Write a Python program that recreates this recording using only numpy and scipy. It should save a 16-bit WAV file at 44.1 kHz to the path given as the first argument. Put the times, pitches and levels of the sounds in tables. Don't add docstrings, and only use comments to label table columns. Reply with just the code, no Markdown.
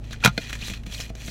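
import sys
import numpy as np
from scipy import signal
from scipy.fft import rfft, irfft
from scipy.io import wavfile
from scipy.ndimage import uniform_filter1d

SR = 44100
rng = np.random.default_rng(int(sys.argv[2]) if len(sys.argv) > 2 else 0)


def persist_wave(psi):
    counts = np.round(np.clip(psi, -1, 1) * 32767).astype(np.int16)
    wavfile.write(sys.argv[1], SR, np.atleast_2d(counts).T)


N = 57330

# start in seconds, then levels in dB of body, crack, treble,
# ring of the cap, ring of the cup.
CAP_SNAPS = [(0.2382, -34.5, -30, -55, -14.5, -34), (0.2412, -27.5, -23, -36, -13, -53),
             (0.2476, -16.5, -15, -20, -22, -26.5), (0.2521, -43, -24, -26.5, -23, -42),
             (0.2584, -10.5, -23, -21.5, -43, -21), (0.2603, -18, -22.5, -42, -16, -31),
             (.2754, -24.5, -25, -44, -43, -27.5)]
SNAP_NOISE_BANDS = [(450, 2500), (1900, 5320), (4700, 17000)]
SNAP_NOISE_T60_S = [0.024, 0.035, 0.034]
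# frequency in Hz, gain in dB.
SNAP_TONE = [(500, 1), (900, 2.5), (1350, 4.5), (1700, -0.5), (2750, -2), (4100, 1.5), (5000, -6),
             (6200, 2.5), (8000, -5.5), (12000, -6.5), (16000, -14)]
# frequency in Hz, level in dB on top of the snap's, T60 in seconds.
CAP_RING = [(2455, 2.1, 0.038)]
# frequency in Hz,
# level in dB on top of the snap's, T60 in seconds.
CUP_RING = [(684, 3, .06), (874, 1, .055), (1055, -1, .05), (1243, 2.5, .06), (1402, 2.5, .05),
            (1545, -3, .045), (1868, -1, .05), (3130, -6, .055), (3440, -2, .045), (3900, -1, .045)]
CUP_DETUNE, CUP_SCATTER_DB = .008, 1.2
# frequency in Hz, level in dB on top of CLACK_DB, T60 in seconds.
CLACK_RING = [(1438, 0.5, 0.026), (1590, 3, 0.022), (2050, 0.5, 0.04), (2400, 4, 0.017), (2480, 0.5, 0.038),
              (3105, 1.5, 0.019), (3560, -6, 0.02), (4260, 1.5, 0.034)]
CLACK_S, CLACK_DB = .3776, -23

# time in seconds, level in dB, extra treble in dB.
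RUB_PATH = [(0, -74, -8), (.038, -60, -8), (0.045, -53, -1), (.098, -53, -3.5), (.12, -45.5, -4),
            (.14, -46, -2), (.195, -57.5, -11), (0.224, -43.5, -7), (.28, -37, 2), (.31, -50.5, -6),
            (.345, -56, 3), (.39, -48.5, 2), (0.427, -38, -2.5), (.455, -43.5, -2.5), (.49, -39, -4.5),
            (0.518, -47.5, 3), (0.538, -35, -3), (.578, -48.5, 2), (.605, -42, -2), (.63, -38.5, -2.5),
            (.678, -41.5, 10), (.73, -43.5, -0.5), (.78, -47, -3), (.82, -65, -1), (.85, -80, 7),
            (0.866, -45, 2.5), (0.894, -48, 1), (0.943, -41, 7), (.99, -45.5, 8.5), (1.013, -38, 2.5),
            (1.045, -43.5, 3.5), (1.085, -52, 3), (1.101, -41, -2.5), (1.115, -76, -8), (1.145, -77, -11),
            (1.17, -52.5, 4), (1.215, -41, 1.5), (1.237, -45.5, 2.5), (1.265, -49, 14.5), (1.3, -50, 11.5)]
# frequency in Hz, gain in dB.
RUB_TONE = [(400, -6), (950, -5), (1700, -3.5), (3000, 5.5), (4100, -0.5), (4800, -9.5), (6500, -2.5),
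            (8200, -18), (12000, -15), (16000, -19.5)]
# centre in Hz, width in Hz, relative level in dB.
RUB_RINGS = [(1924, 200, 2), (2450, 93, 9), (3295, 110, 2), (4040, 137, 5), (5750, 290, -4),
             (6940, 270, -8.5)]
RUB_RING_DB = 2.5
RUB_FLUTTER_DB, TREBLE_HZ = 1, 5300
SLIPS_PER_S, SLIP_SCATTER_DB = 2300, 2
CRACKLES_PER_S, CRACKLE_T60_S, CRACKLE_DB = 350, .006, -6
CRACKLE_LOW_HZ, CRACKLE_HIGH_HZ, CRACKLE_TILT_DB = 2080, 8040, -4.5

# start in seconds, length in seconds, centre in Hz,
# level in dB.
FINGER_SCRATCHES = [(0.116, 0.012, 4030, -44), (0.137, 0.011, 1590, -44.5), (0.22, 0.041, 1480, -39),
                    (0.613, 0.01, 3930, -40.5), (0.62, 0.02, 2730, -39.5), (0.632, 0.056, 3830, -40.5),
                    (0.733, 0.019, 2600, -42.5), (0.919, 0.019, 3340, -42), (0.942, 0.012, 3970, -37.5),
                    (0.975, 0.015, 3230, -42), (0.999, 0.0087, 2400, -38), (0.996, 0.037, 5300, -43)]
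SCRATCH_WIDTH = 0.098

# start in seconds, level in dB, centre of the ring in Hz.
PLASTIC_TICKS = [(.041, -49, 2600), (.108, -40.5, 3720), (0.127, -40, 6360), (.130, -35, 1400),
                 (0.2025, -47, 3460), (0.3772, -27, 3900), (0.495, -35, 2830), (.503, -35.5, 1580),
                 (.528, -27.5, 2000), (.552, -35.5, 1670), (0.681, -31.5, 4030), (.698, -31.5, 2650),
                 (0.7352, -34.5, 2660), (0.748, -45.5, 2750), (.834, -47, 2620), (.863, -40, 2500),
                 (.922, -40, 5800), (.944, -38.5, 7400), (1.001, -32, 5300), (1.06, -46, 2900),
                 (1.1513, -41.5, 6200), (1.276, -39, 4070), (1.28, -36, 2270)]
# frequency in Hz, gain in dB.
TICK_TONE = [(300, 3.5), (950, -2.5), (1500, 4), (4000, 2), (5000, -5.5), (6200, 0), (8500, -10),
             (16000, -17)]
TICK_T60_S, TICK_ATTACK_S = 0.031, .0012
TICK_FOCUS_DB, TICK_FOCUS_OCTAVES = 7, .35

# start in seconds,
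# boom level in dB, knock level in dB, all before the deepest bass is cut.
BOTTLE_THUDS = [(.11, -56, -38), (0.2504, -16, -19.5), (.259, -13.5, -36), (0.2753, -13.5, -46),
                (0.3788, -38, -20.5), (.624, -34, -44.5), (0.699, -31, -46), (0.714, -31, -43),
                (.870, -30, -48), (0.899, -40.5, -62), (.996, -57, -34.5), (1.103, -37.5, -32),
                (1.153, -48, -40.5), (1.282, -39, -34.5)]
# frequency in Hz, level in dB on top of the thud's, T60 in seconds.
BOOM_RING = [(132.5, -5, 0.13), (181.7, 0.5, 0.069), (224, -15.5, 0.028)]
# frequency in Hz, level in dB on top of the thud's, T60 in seconds.
KNOCK_RING = [(208, 3, 0.031), (290, -7, 0.062), (463, -2, 0.036), (648, -7.5, 0.068)]
THUMP_DB, THUMP_T60_S, THUMP_BAND_HZ = -11, .045, (180, 650)
THUD_LOW_HZ = 98

CABIN_T60_S, CABIN_DB, CABIN_DELAY_S = 0.1, -15.5, .004

# frequency in Hz, level in dB.
IDLE_HUM = [(27, -48), (53.9, -38), (108, -45), (135, -48.5), (231.5, -53.5)]
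IDLE_WAVER_DB, IDLE_DRIFT = -1.34, 0.0076
# frequency in Hz, gain in dB.
RUMBLE_TONE = [(15, -21), (40, 1.5), (80, -7.5), (130, -11.5), (240, -15), (400, -23.5), (650, -24.5),
               (1000, -35), (6000, -47), (16000, -63)]
RUMBLE_DB = -42.5
TOP_HZ = 15800


def undb(db):
    return 10 ** (np.asarray(db) / 20)


def unit(x):
    return x / np.sqrt(np.mean(x ** 2))


def add(out, s, x):
    i = int(np.clip(s * SR, 0, N - 1))
    out[i:i + len(x)] += x[:N - i]


def colour(x, points):
    size = 4096
    hz, db = np.array(points, float).T
    bins_hz = np.arange(size // 2 + 1) * SR / size
    gain = undb(np.interp(np.log(bins_hz + 1), np.log(hz), db))
    cepstrum = irfft(np.log(gain))
    cepstrum[1:size // 2] *= 2
    cepstrum[size // 2 + 1:] = 0
    response = irfft(np.exp(rfft(cepstrum)))
    return signal.fftconvolve(x, response)[:len(x)]


def band(x, lo, hi, order=2):
    edges = [lo, min(hi, SR / 2 - 1)]
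    return signal.sosfilt(signal.butter(order, edges, "bandpass", fs=SR, output="sos"), x)


def highpass(hz):
    return signal.butter(2, hz, "highpass", fs=SR, output="sos")


def fade(t60):
    return np.exp(-np.log(1000) * np.arange(SR // 4) / SR / t60)


def ring(modes, alternate=False):
    t = np.arange(SR // 4) / SR
    total = np.zeros(len(t))
    for k, (hz, db, t60) in enumerate(modes):
        sign = (-1) ** (k * alternate)
        total += sign * undb(db) * np.sin(2 * np.pi * hz * t) * fade(t60)
    return total


def burst(t60):
    x = rng.standard_normal(SR // 4) * fade(t60)
    spectrum = rfft(x, 2 * len(x))
    power = np.abs(spectrum) ** 2
    evened = irfft(spectrum / np.sqrt(power + .2 * power.mean()))[:len(x)]
    return evened * fade(3 * t60)


def blow(x, db):
    return x * undb(db) * np.sqrt(.005 * SR / np.sum(x ** 2))


def walk(rate):
    k = int(SR / rate)
    steps = np.repeat(rng.standard_normal(N // k + 1), k)
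    return uniform_filter1d(steps, k)[:N]


def cap():
    out = np.zeros(N)
    for s, body_db, crack_db, treble_db, cap_db, cup_db in CAP_SNAPS:
        noise_db = (body_db, crack_db, treble_db)
        for (lo, hi), t60, db in zip(SNAP_NOISE_BANDS, SNAP_NOISE_T60_S, noise_db):
            crack = colour(band(burst(t60), lo, hi), SNAP_TONE)
            add(out, s, blow(crack, db))
        cup = []
        for hz, db, t60 in CUP_RING:
            detune, scatter = rng.standard_normal(2)
            cup.append((hz * (1 + CUP_DETUNE * detune), db + CUP_SCATTER_DB * scatter, t60))
        add(out, s, undb(cap_db) * ring(CAP_RING))
        add(out, s, undb(cup_db) * ring(cup, alternate=True))
    add(out, CLACK_S, undb(CLACK_DB) * ring(CLACK_RING, alternate=True))
    return out


def slips():
    size = undb(SLIP_SCATTER_DB * np.minimum(rng.exponential(size=N), 4))
    happens = rng.random(N) < SLIPS_PER_S / SR
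    return happens * rng.choice([-1., 1.], N) * size


def crackles():
    out = np.zeros(N)
    span = np.log2(CRACKLE_HIGH_HZ / CRACKLE_LOW_HZ)
    for when, pitch, size in rng.random((int(CRACKLES_PER_S * N / SR), 3)):
        octaves = pitch * span
        mode = (CRACKLE_LOW_HZ * 2 ** octaves, CRACKLE_TILT_DB * octaves, CRACKLE_T60_S)
        add(out, when * N / SR, size ** 2 * ring([mode]))
    return unit(band(out, CRACKLE_LOW_HZ, CRACKLE_HIGH_HZ))


def rubbing():
    t = np.arange(N) / SR
    s, db, treble_db = np.array(RUB_PATH).T
    grains = slips()
    rings = np.zeros(N)
    for hz, width, level in RUB_RINGS:
        rings += undb(level) * band(grains, hz - width / 2, hz + width / 2, order=1)
    hiss = unit(colour(band(grains, 260, 27000), RUB_TONE))
    x = unit(hiss + undb(RUB_RING_DB) * unit(rings))
    x = unit(x + undb(CRACKLE_DB) * crackles())
    treble = signal.sosfiltfilt(highpass(TREBLE_HZ), x)
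    x = x + (undb(np.interp(t, s, treble_db)) - 1) * treble
    return x * undb(np.interp(t, s, db) + RUB_FLUTTER_DB * walk(120))


def scratches():
    out, grains = np.zeros(N), slips()
    for s, length, hz, db in FINGER_SCRATCHES:
        i, n = int(s * SR), int(length * SR)
        lo, hi = hz * (1 - SCRATCH_WIDTH / 2), hz * (1 + SCRATCH_WIDTH / 2)
        rasp = band(grains, lo, hi, order=1)[i:i + n]
        soft_ends = signal.windows.tukey(len(rasp), .5)
        add(out, s, undb(db) * unit(rasp * soft_ends))
    return out


def ticks():
    out = np.zeros(N)
    hz, level = np.array(TICK_TONE).T
    grid = np.geomspace(hz[0], hz[-1], 64)
    plastic_db = np.interp(np.log(grid), np.log(hz), level)
    attack = 1 - np.exp(-np.arange(SR // 4) / SR / TICK_ATTACK_S)
    for s, db, centre in PLASTIC_TICKS:
        distance = np.log2(grid / centre) / TICK_FOCUS_OCTAVES
        tone = plastic_db + TICK_FOCUS_DB * np.exp(-.5 * distance ** 2)
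        tick = colour(attack * burst(TICK_T60_S), list(zip(grid, tone)))
        add(out, s, blow(tick, db))
    return out


def thuds():
    out = np.zeros(N)
    for s, boom_db, knock_db in BOTTLE_THUDS:
        add(out, s, -undb(boom_db) * ring(BOOM_RING))
        add(out, s, -undb(knock_db) * ring(KNOCK_RING))
        thump = band(burst(THUMP_T60_S), *THUMP_BAND_HZ, order=4)
        add(out, s, blow(thump, knock_db + THUMP_DB))
    return signal.sosfilt(highpass(THUD_LOW_HZ), out)


def cabin(x):
    tail = band(burst(CABIN_T60_S), 140, 9400, order=1)
    tail = tail / np.sqrt(np.sum(tail ** 2))
    out = x.copy()
    add(out, CABIN_DELAY_S, undb(CABIN_DB) * signal.fftconvolve(x, tail))
    return out


def engine():
    clock = np.cumsum(1 + IDLE_DRIFT * walk(4.97)) / SR
    hum = np.zeros(N)
    for hz, db in IDLE_HUM:
        level = np.sqrt(2) * undb(db + IDLE_WAVER_DB * walk(8.7))
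        hum += level * np.sin(2 * np.pi * (hz * clock + rng.random()))
    rumble = unit(colour(rng.standard_normal(N), RUMBLE_TONE))
    return hum + undb(RUMBLE_DB) * rumble


def scene():
    plastic = cap() + rubbing() + scratches() + ticks()
    return (cabin(plastic) + thuds() + engine())[None]


def record(dry):
    top_cut = signal.ellip(10, .2, 80, TOP_HZ, fs=SR, output="sos")
    return signal.sosfilt(top_cut, np.clip(dry, -1, 1))


dry = scene()
out = record(dry)
persist_wave(out)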